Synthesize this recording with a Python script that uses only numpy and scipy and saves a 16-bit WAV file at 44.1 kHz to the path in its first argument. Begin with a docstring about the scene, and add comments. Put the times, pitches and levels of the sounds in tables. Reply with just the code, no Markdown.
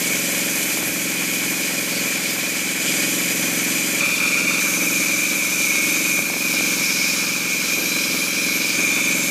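"""In an open brick workshop a single-cylinder engine thumps and a band saw runs free: wheels ring, blade hisses.
From 0.8 to 2.9 s a timber is ripped: wood rubs, chips tap near the microphone, teeth rasp and whine.
At 4.0 and 4.6 s the listening spot changes at once, from beside the table to the lower wheel, then before the blade.
From 6.2 to 8.8 s a second timber is ripped, louder, with more rubs and taps; then the saw runs free again.
Pulses ring resonances for the exhaust, shaped noise makes rings and hisses, sines make the whine."""
import sys
import numpy as np
from scipy import signal
from scipy.fft import rfft, irfft
from scipy.io import wavfile

SR = 44100
rng = np.random.default_rng(int(sys.argv[2]) if len(sys.argv) > 2 else 0)


def put_to_file(sound):
    """Save the sound as 16-bit audio at rate SR, in the file named by the first command-line argument."""
    columns = np.atleast_2d(sound).T  # one column per channel
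    safe = np.clip(columns, -1, 1)
    whole_steps = np.round(safe * 32767)
    wavfile.write(sys.argv[1], SR, whole_steps.astype(np.int16))


N = 410130

# Listening spots: beside the table, by the lower wheel, before the blade. Each entry: start in seconds.
SPOT_STARTS = [0, 4.0, 4.6]
# The machine running free. Each row is a spot: exhaust, wheel ring, housing drone, guide hiss, air hiss, all in dB.
SPOT_LEVELS = [(-29, -27, -31.5, -26, -29.5), (-29, -21, -31, -27, -33), (-29.5, -23, -34, -26, -30)]
# Timber on the table shades those five layers, in the same order. Each entry: change in dB while cutting.
TIMBER_SHADE = [-1.3, -0.83, -0.5, -1.43, -2]
# Rise and fall about those levels. Each row: time in seconds, whole machine in dB, extra for the air hiss in dB.
SWELL = [(0, 0.1, 1), (.75, -0.7, 2), (1.5, -0.1, 0.5), (2.1, 0.1, -0.5), (2.75, -.5, -1.5), (2.9, 1.3, -2),
         (3.2, 0, 0.5), (4.0, 0.2, -0.5), (4.6, 0.4, 0.5), (5.5, -.2, 1.2), (6.1, .2, 1.3), (6.33, -2.5, 2),
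         (6.5, .4, 1.5), (7.15, 0.5, -1.2), (7.45, -0.8, -3), (7.7, 0.4, -2), (8.3, -0.7, 0.5),
         (8.8, .5, -3.5), (9.3, 0.1, -0.5)]

# Engine speed, sagging in the cuts and stepping near the changes of spot. Each row: time in seconds, firings per s.
ENGINE_SPEED = [(0, 22.24), (.45, 22.3), (.8, 22.63), (1.3, 21.99), (2.4, 21.54), (2.88, 21.54),
                (3.1, 22.04), (3.7, 22.32), (4.0, 22.5), (4.01, 21.76), (4.58, 21.77), (4.6, 22.15),
                (5.7, 22.57), (6.45, 22.33), (6.85, 21.73), (8.65, 21.84), (8.9, 21.96), (9.3, 22.3)]
# Jumps of the beat. Each row: time in seconds, share of a firing cycle lost (gained if negative).
BEAT_JUMPS = [(.67, 0.3), (4.0, 0.25), (4.6, .21), (5.33, -0.43)]
# Tones of the exhaust pipe. Each row: pitch in Hz, width of one filter pass in Hz, relative level in dB,
# delay after the firing in ms.
EXHAUST_TONES = [(89, 31, -26.5, 1.9), (137.6, 30.5, -10, 1.07), (179.4, 104, -2, 4.77),
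                 (218, 183, 3.5, 21.43), (301.3, 77, 2, 31), (408.4, 41, -10, 12.28), (490, 49, -7.5, 21),
                 (560.4, 46.7, -4, 13), (644, 43, -12.5, 20)]
# Uneven colour of the exhaust: weak near 154 and 220 Hz, strong near 176 Hz.
# Each row: frequency in Hz, gain in dB.
EXHAUST_COLOUR = [(40, 2.5), (135, 1.5), (154, -7.5), (176, 4.5), (198, -2.5), (220, -3.5), (243, 1.5),
                  (270, 0), (1500, 0.5)]
# Rumble of frame and belt. Each row: frequency in Hz, relative level in dB per Hz.
RUMBLE_SPECTRUM = [(15, -62), (25, -8), (81, -20), (172, 3), (303, -10), (371, -3), (557, -2.5), (702, -25),
                   (800, -14.5), (1040, -51), (1760, -120)]
# Ring of the wheels. Each row: pitch in Hz, width of one filter pass in Hz, relative level at each spot in dB.
WHEEL_MODES = [(2207, 13, -1, -7, 0.5), (2246, 39, 0, -5, -10), (2297, 28, -7, -14, -4),
               (2323, 36, -7, -5, -5.5), (2353, 26, 2, -3, -4), (2391, 37, -2, 1.5, -0.5),
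               (2454, 55, -1.5, 0, -7), (2481, 27, -2, -6, -3), (2539, 154, -8, -5, -12.5)]
# Drone of the housing, one list a spot. Each row: frequency in Hz, relative level in dB per Hz.
HOUSING_SPECTRA = [
    [(360, -13), (620, -14), (800, -11.5), (980, -15.5), (1070, -10.5), (1240, -18), (1290, -10.5),
     (1870, -7), (2110, -7), (2150, -3), (2800, -40), (4730, -120)],
    [(360, -16), (620, -5), (748, -21), (779, -12), (965, -11), (1130, -6), (1420, -1), (1570, -7),
     (1850, -9), (2150, -5.5), (2800, -36), (4730, -120)],
    [(360, -41), (620, -14), (752, -14.5), (830, -9), (916, -12), (1000, -9), (1570, -4), (1920, -14),
     (2110, -3.5), (2150, -8), (2800, -47), (4730, -120)],
]
# Hiss of the blade guides, one list a spot. Each row: frequency in Hz, relative level in dB per Hz.
GUIDE_SPECTRA = [
    [(1560, -16), (2650, -3.5), (3110, -2), (4020, -6.5), (4740, -4), (5450, -7.5), (5720, -4.5),
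     (6000, -3.5), (6640, -2), (7200, -6), (7470, -3), (9500, -8), (12400, -31), (20900, -120)],
    [(1560, -33), (2650, -7), (3190, -9.5), (3440, -12), (4080, -7.5), (5000, -9), (6640, -6),
     (7960, -11.5), (8220, -14), (9500, -16.5), (12400, -38), (20900, -120)],
    [(1560, -14), (2650, -8), (2710, -6.5), (2890, -6), (3790, -7.5), (4430, -6), (4980, -7), (5660, -6),
     (5840, -13), (6130, -0.5), (7840, -9), (9500, -10.5), (12400, -30), (20900, -120)],
]
# Narrow rings of the blade. Each row: pitch in Hz, width in Hz, relative level at each spot in dB.
BLADE_MODES = [(3540, 200, -10, -4, -11), (4637, 130, -8.5, -7, -20), (4930, 79, -3, -20, -22),
               (5985, 110, 1, -5, 4.5), (6180, 64, -0.5, -3, -4), (6750, 92, -11, -3, 0.5),
               (6890, 150, 0, -14, 1.5), (7070, 110, 2.5, -9, -7), (7380, 110, -2, -14, 0.5),
               (7700, 68, -6, 0, -10), (8240, 130, -10, -18, -4), (8740, 110, -12, -9, -10),
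               (9250, 100, -8, -6, -10), (9900, 70, -20, -9, -6), (10340, 80, -11, -9, -21),
               (10700, 90, -16, -10, -20), (11490, 110, -3.5, -13, -9), (12650, 120, -13, -11, -13.5),
               (13370, 100, -16, -10, -8)]
# Hiss of the air. Each row: frequency in Hz, relative level in dB per Hz.
AIR_SPECTRUM = [(5000, -8.5), (8500, -3.5), (8740, -9.5), (9740, -4), (10300, -3.5), (13100, -0.5),
                (13900, -5), (15700, -16.5)]

# Rubs of wood, dull on the table, shrill on the blade. Each row: start in seconds, length in seconds,
# pitch in Hz, width of one filter pass in Hz, level in dB.
WOOD_RUBS = [(.68, 0.39, 149, 150, -39), (0.832, 0.12, 1630, 60, -41), (.84, 0.069, 11300, 500, -32),
             (1.02, .04, 10900, 200, -34), (1.9, 0.13, 4450, 500, -32), (2.836, 0.077, 3050, 400, -30),
             (3.422, 0.13, 200, 200, -36), (4.609, .02, 1590, 300, -27), (6.131, 0.21, 170, 200, -39),
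             (6.65, 0.71, 5320, 1600, -27.5), (7.718, 0.2, 300.4, 400, -34), (8.02, .05, 5130, 199.2, -34),
             (8.101, 0.085, 250, 300, -36), (8.665, 0.079, 4790, 200, -35), (8.7, 0.17, 250, 300, -32),
             (8.788, 0.4, 3560, 160, -35)]
# Chips and timber bumps. Each row: time in seconds, strength in dB.
TAPS = [(0.774, -21), (0.829, -21), (6.191, -19), (6.301, -19.5), (6.342, -21), (6.367, -23), (6.54, -23),
        (6.609, -20), (7.774, -34), (8.143, -21), (8.645, -24)]
# Modes of a tap. Each row: pitch in Hz, relative level in dB, time to fall by 60 dB in seconds.
TAP_MODES = [(350, 1, 0.01), (675, 4.5, 0.0059), (1100, -3.5, 0.0059)]
# The two cuts. Each row: teeth enter in seconds, teeth leave in seconds, high whine in dB.
CUTS = [(.78, 2.86, -50), (6.2, 8.78, -49)]
# How hard the teeth bite. Each row: time in seconds, rasp in dB, low whine in dB.
BITE = [(.8, -47, -54), (1.2, -44, -54), (1.6, -38, -55), (2.4, -36.5, -52), (2.86, -41, -52),
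        (6.2, -39, -48), (6.6, -30.5, -43), (7.0, -33.5, -44), (7.2, -30.5, -46), (7.5, -33.5, -42),
        (8.05, -30.5, -36.5), (8.14, -29, -41), (8.22, -31, -36.5), (8.45, -33, -38.5), (8.6, -31.5, -42),
        (8.75, -27, -42)]
# Rasp of teeth in wood. Each row: frequency in Hz, relative level in dB per Hz.
RASP_SPECTRUM = [(2500, 3.5), (3200, -1.5), (4200, 2), (5200, 7.5), (6500, -8), (9000, -60), (13000, -23),
                 (15500, -6)]
# Whine of the teeth. Each row: multiple of the tooth rate, relative level in dB.
TOOTH_OVERTONES = [(2, -5.5), (3, -18), (4, -2), (5, 4.5), (6, -15), (7, 3), (8, -10), (9, -6), (12, -11),
                   (13, 5), (14, 1), (15, -11), (16, 10), (17, 5), (18, -6), (19, -8)]

FIRING_SPREAD_DB, FIRING_JITTER_MS, TONE_WANDER_DB = 0.8, 0.08, 1.3
# The labouring engine sounds deeper: tones under DEEP_HZ gain LABOUR_DB per firing a second lost.
DEEP_HZ, FREE_FIRINGS_PER_S, LABOUR_DB = 200, 22, 4.5
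RUMBLE_DB = -43
BLADE_RING_DB, WOOD_DAMPING_DB = -4, -2   # wood around the blade damps its rings
ECHO_DB, ECHO_SPAN_MS = -18, 5   # close reflections from table and wall
TAP_LOW_HZ = 200
ENTER_S, LEAVE_S = 0.062, 0.066
TEETH_PER_FIRING = 37
HIGH_WHINE_FROM = 10   # first tooth multiple counted as high
MIC_LOW_HZ, CUTOFF_HZ = 29.8, 15500


def from_db(db):
    """Gain of a level in dB."""
    return np.exp(np.asarray(db) * (np.log(10) / 20))


def rms_one(x):
    """Scales to rms 1."""
    return x / np.sqrt(np.mean(x ** 2) + 1e-20)


def in_time(rows):
    """Each column of a curve at every sample, joined by straight lines."""
    times, *columns = np.transpose(rows)
    return [np.interp(np.arange(N) / SR, times, column) for column in columns]


def by_spot(sounds):
    """Plays each spot's sound while the listener is there."""
    spot = np.searchsorted(SPOT_STARTS, np.arange(N) / SR, "right") - 1
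    return np.choose(spot, sounds)


def drift(rate_hz):
    """Slow random wander of rms 1: noise through two equal low-pass poles."""
    step = 40   # samples between computed points
    r = np.exp(-2 * np.pi * rate_hz * step / SR)
    noise = rng.standard_normal(N // step + 2002)
    slow = signal.lfilter([1], [1, -2 * r, r * r], noise)[2000:]   # settled part only
    return np.interp(np.arange(N) / step, np.arange(len(slow)), rms_one(slow))


def resonance(x, hz, width_hz):
    """Two-pole band-pass, gain about 1 on top."""
    r = np.exp(-np.pi * width_hz / SR)
    poles = [1, -2 * r * np.cos(2 * np.pi * hz / SR), r * r]
    return signal.lfilter([(1 - r * r) / 2, 0, (r * r - 1) / 2], poles, x)


def steep(x, hz, width_hz, count):
    """The same resonance several times over: steep skirts, soft rise and fall."""
    for _ in range(count):
        x = resonance(x, hz, width_hz)
    return x


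def coloured(x, spectrum):
    """Shapes a signal by (Hz, dB) points, 90 dB down outside them; rms 1."""
    hz, level_db = np.transpose(spectrum)
    grid_hz = np.maximum(np.arange(N // 2 + 1) * SR / N, 1)
    gain = from_db(np.interp(np.log(grid_hz), np.log(hz), level_db, left=-90, right=-90))
    return rms_one(irfft(rfft(x) * gain, N))


def hiss(spectrum, flutter_db):
    """Coloured noise whose level flutters; rms 1."""
    flutter = from_db(flutter_db * drift(35.0))
    return coloured(rng.standard_normal(N) * flutter, spectrum)


def ringing(modes, flutter_db, count):
    """Friction noise keeps every mode ringing, each swelling on its own; one sound a spot, rms 1."""
    friction = rng.standard_normal(N)
    rings = []
    for k, (hz, width_hz, *_) in enumerate(modes):
        swelling = from_db(flutter_db * drift(2.7))
        rings.append((-1) ** k * swelling * steep(friction, hz, width_hz, count))
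    return [rms_one(from_db(spot_db) @ rings) for spot_db in np.transpose(modes)[2:]]


def reflected(x):
    """Eight close echoes of random delay ripple the spectrum; rms 1."""
    lags = (rng.uniform(0.15, 1, 8) * ECHO_SPAN_MS * SR / 1000).astype(int)
    echoes = sum((-1) ** k * np.roll(x, lag) for k, lag in enumerate(lags))
    return rms_one(x + from_db(ECHO_DB) * echoes)


def crank():
    """Firing cycles done so far: the engine speed summed up, with the jumps of the beat."""
    turns = np.cumsum(in_time(ENGINE_SPEED)[0]) / SR + 0.2
    return turns - sum(share * (np.arange(N) > s * SR) for s, share in BEAT_JUMPS)


def exhaust(turns):
    """Each firing sends a pulse into every pipe tone after its own delay; each tone swells and dies softly."""
    cycles = np.maximum.accumulate(np.floor(turns))   # a lost share never fires twice
    firings = np.flatnonzero(np.diff(cycles))
    firings = np.r_[2 * firings[0] - firings[1], firings]   # one already under way at the start
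    chance = rng.standard_normal((len(firings), 2))
    deep_db = LABOUR_DB * (FREE_FIRINGS_PER_S - in_time(ENGINE_SPEED)[0])
    out = np.zeros(N)
    for hz, width_hz, level_db, delay_ms in EXHAUST_TONES:
        delay = (delay_ms + FIRING_JITTER_MS * chance[:, 0]) * SR / 1000
        when = np.clip(firings + delay.astype(int), 0, N - 1)
        pulses = np.full(N, 1e-18)   # tiny floor keeps the filters quick
        pulses[when] = from_db(FIRING_SPREAD_DB * chance[:, 1])
        tone = rms_one(steep(pulses, hz, width_hz, count=3))
        tone_db = level_db + deep_db * (hz < DEEP_HZ) + TONE_WANDER_DB * drift(1.32)
        out += from_db(tone_db) * tone
    return coloured(out, EXHAUST_COLOUR)


def rumble():
    """Frame and belt shake: low noise, fluttering slightly."""
    return hiss(RUMBLE_SPECTRUM, flutter_db=-0.5)


def wheels():
    """Friction keeps the saw wheels ringing in a narrow cluster of modes."""
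    return by_spot(ringing(WHEEL_MODES, flutter_db=1.0, count=2))


def housing():
    """The housing drones: noise in the middle range, coloured by the spot."""
    return by_spot([hiss(spectrum, flutter_db=1.37) for spectrum in HOUSING_SPECTRA])


def guides(cutting):
    """The blade hisses in its guides and rings in narrow modes, damped by wood."""
    guide_hiss = by_spot([reflected(hiss(spectrum, flutter_db=0.93)) for spectrum in GUIDE_SPECTRA])
    blade_ring = by_spot(ringing(BLADE_MODES, flutter_db=2.0, count=1))
    return guide_hiss + from_db(BLADE_RING_DB + WOOD_DAMPING_DB * cutting) * blade_ring


def air():
    """High air hiss with fresh close echoes at each spot."""
    return by_spot([reflected(hiss(AIR_SPECTRUM, flutter_db=1.04)) for _ in SPOT_STARTS])


def rubs():
    """Wood rubs: noise in one resonance, swelling and fading."""
    out = np.zeros(N)
    for s, length_s, hz, width_hz, level_db in WOOD_RUBS:
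        at, size = int(s * SR), int(length_s * SR)
        tone = rms_one(steep(rng.standard_normal(size), hz, width_hz, count=2))
        out[at:at + size] += from_db(level_db) * tone * signal.windows.tukey(size, 0.8)
    return out


def taps():
    """Short dull knocks: each strikes decaying modes, every mode with a strength of its own."""
    s, strength_db = np.transpose(TAPS)
    chance = rng.standard_normal((len(s), len(TAP_MODES)))
    out = np.zeros(N)
    for k, (hz, level_db, t60_s) in enumerate(TAP_MODES):
        clicks = np.full(N, 1e-18)
        clicks[(s * SR).astype(int)] = from_db(strength_db + level_db + 1.5 * chance[:, k])
        r = from_db(-60 / (t60_s * SR))   # decay per sample
        w = 2 * np.pi * hz / SR
        out += signal.lfilter([0, np.sin(w)], [1, -2 * r * np.cos(w), r * r], clicks)
    return signal.sosfilt(signal.butter(2, TAP_LOW_HZ, "high", fs=SR, output="sos"), out)


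def in_wood(start_s, end_s):
    """0 to 1 as the teeth enter the timber, back to 0 as they leave."""
    t = np.arange(N) / SR
    return np.clip(np.minimum((t - start_s) / ENTER_S, (end_s - t) / LEAVE_S), 0, 1)


def teeth(turns, low_db, high_db):
    """Teeth bite at a fixed multiple of the engine rate; each overtone swells on its own."""
    phase = 2 * np.pi * TEETH_PER_FIRING * turns + 0.31 * drift(7.2)
    out = np.zeros(N)
    for k, level_db in TOOTH_OVERTONES:
        if k < HIGH_WHINE_FROM:
            whine_db = low_db + 2.8 * drift(13.0)
        else:
            whine_db = high_db + 4.3 * drift(3.0)
        out += from_db(level_db + whine_db) * np.sin(k * phase + k * k)   # k * k scatters the phases
    return out


def cut(turns):
    """Rasp and low whine follow the bite; the high whine has one level for each cut."""
    rasp_db, low_db = in_time(BITE)
    enter_s, _, high_db = np.transpose(CUTS)
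    which = np.maximum(np.searchsorted(enter_s, np.arange(N) / SR) - 1, 0)
    rasp = from_db(rasp_db) * reflected(hiss(RASP_SPECTRUM, flutter_db=2.5))
    return rasp + teeth(turns, low_db, high_db[which])


def scene():
    """Engine, running blade and cut, alike in both channels."""
    cutting = sum(in_wood(enter_s, leave_s) for enter_s, leave_s, _ in CUTS)
    swell_db, treble_db = in_time(SWELL)
    layer_db = []
    for free_db, shade_db in zip(np.transpose(SPOT_LEVELS), TIMBER_SHADE):
        layer_db.append(by_spot(free_db) + shade_db * cutting + swell_db)
    exhaust_db, ring_db, drone_db, guide_db, air_db = layer_db
    turns = crank()
    mix = from_db(exhaust_db) * exhaust(turns)
    mix += from_db(RUMBLE_DB) * rumble()
    mix += from_db(ring_db) * wheels()
    mix += from_db(drone_db) * housing()
    mix += from_db(guide_db) * guides(cutting)
    mix += from_db(air_db + treble_db) * air()
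    mix += rubs() + taps()
    mix += cutting * cut(turns)
    return np.tile(mix, (2, 1))


def record(dry):
    """The microphone loses the deep bass; the top is cut steeply."""
    thin = signal.sosfilt(signal.butter(2, MIC_LOW_HZ, "high", fs=SR, output="sos"), dry)
    return signal.sosfilt(signal.ellip(14, 0.3, 90, CUTOFF_HZ, fs=SR, output="sos"), thin)


dry = scene()
out = record(dry)
put_to_file(out)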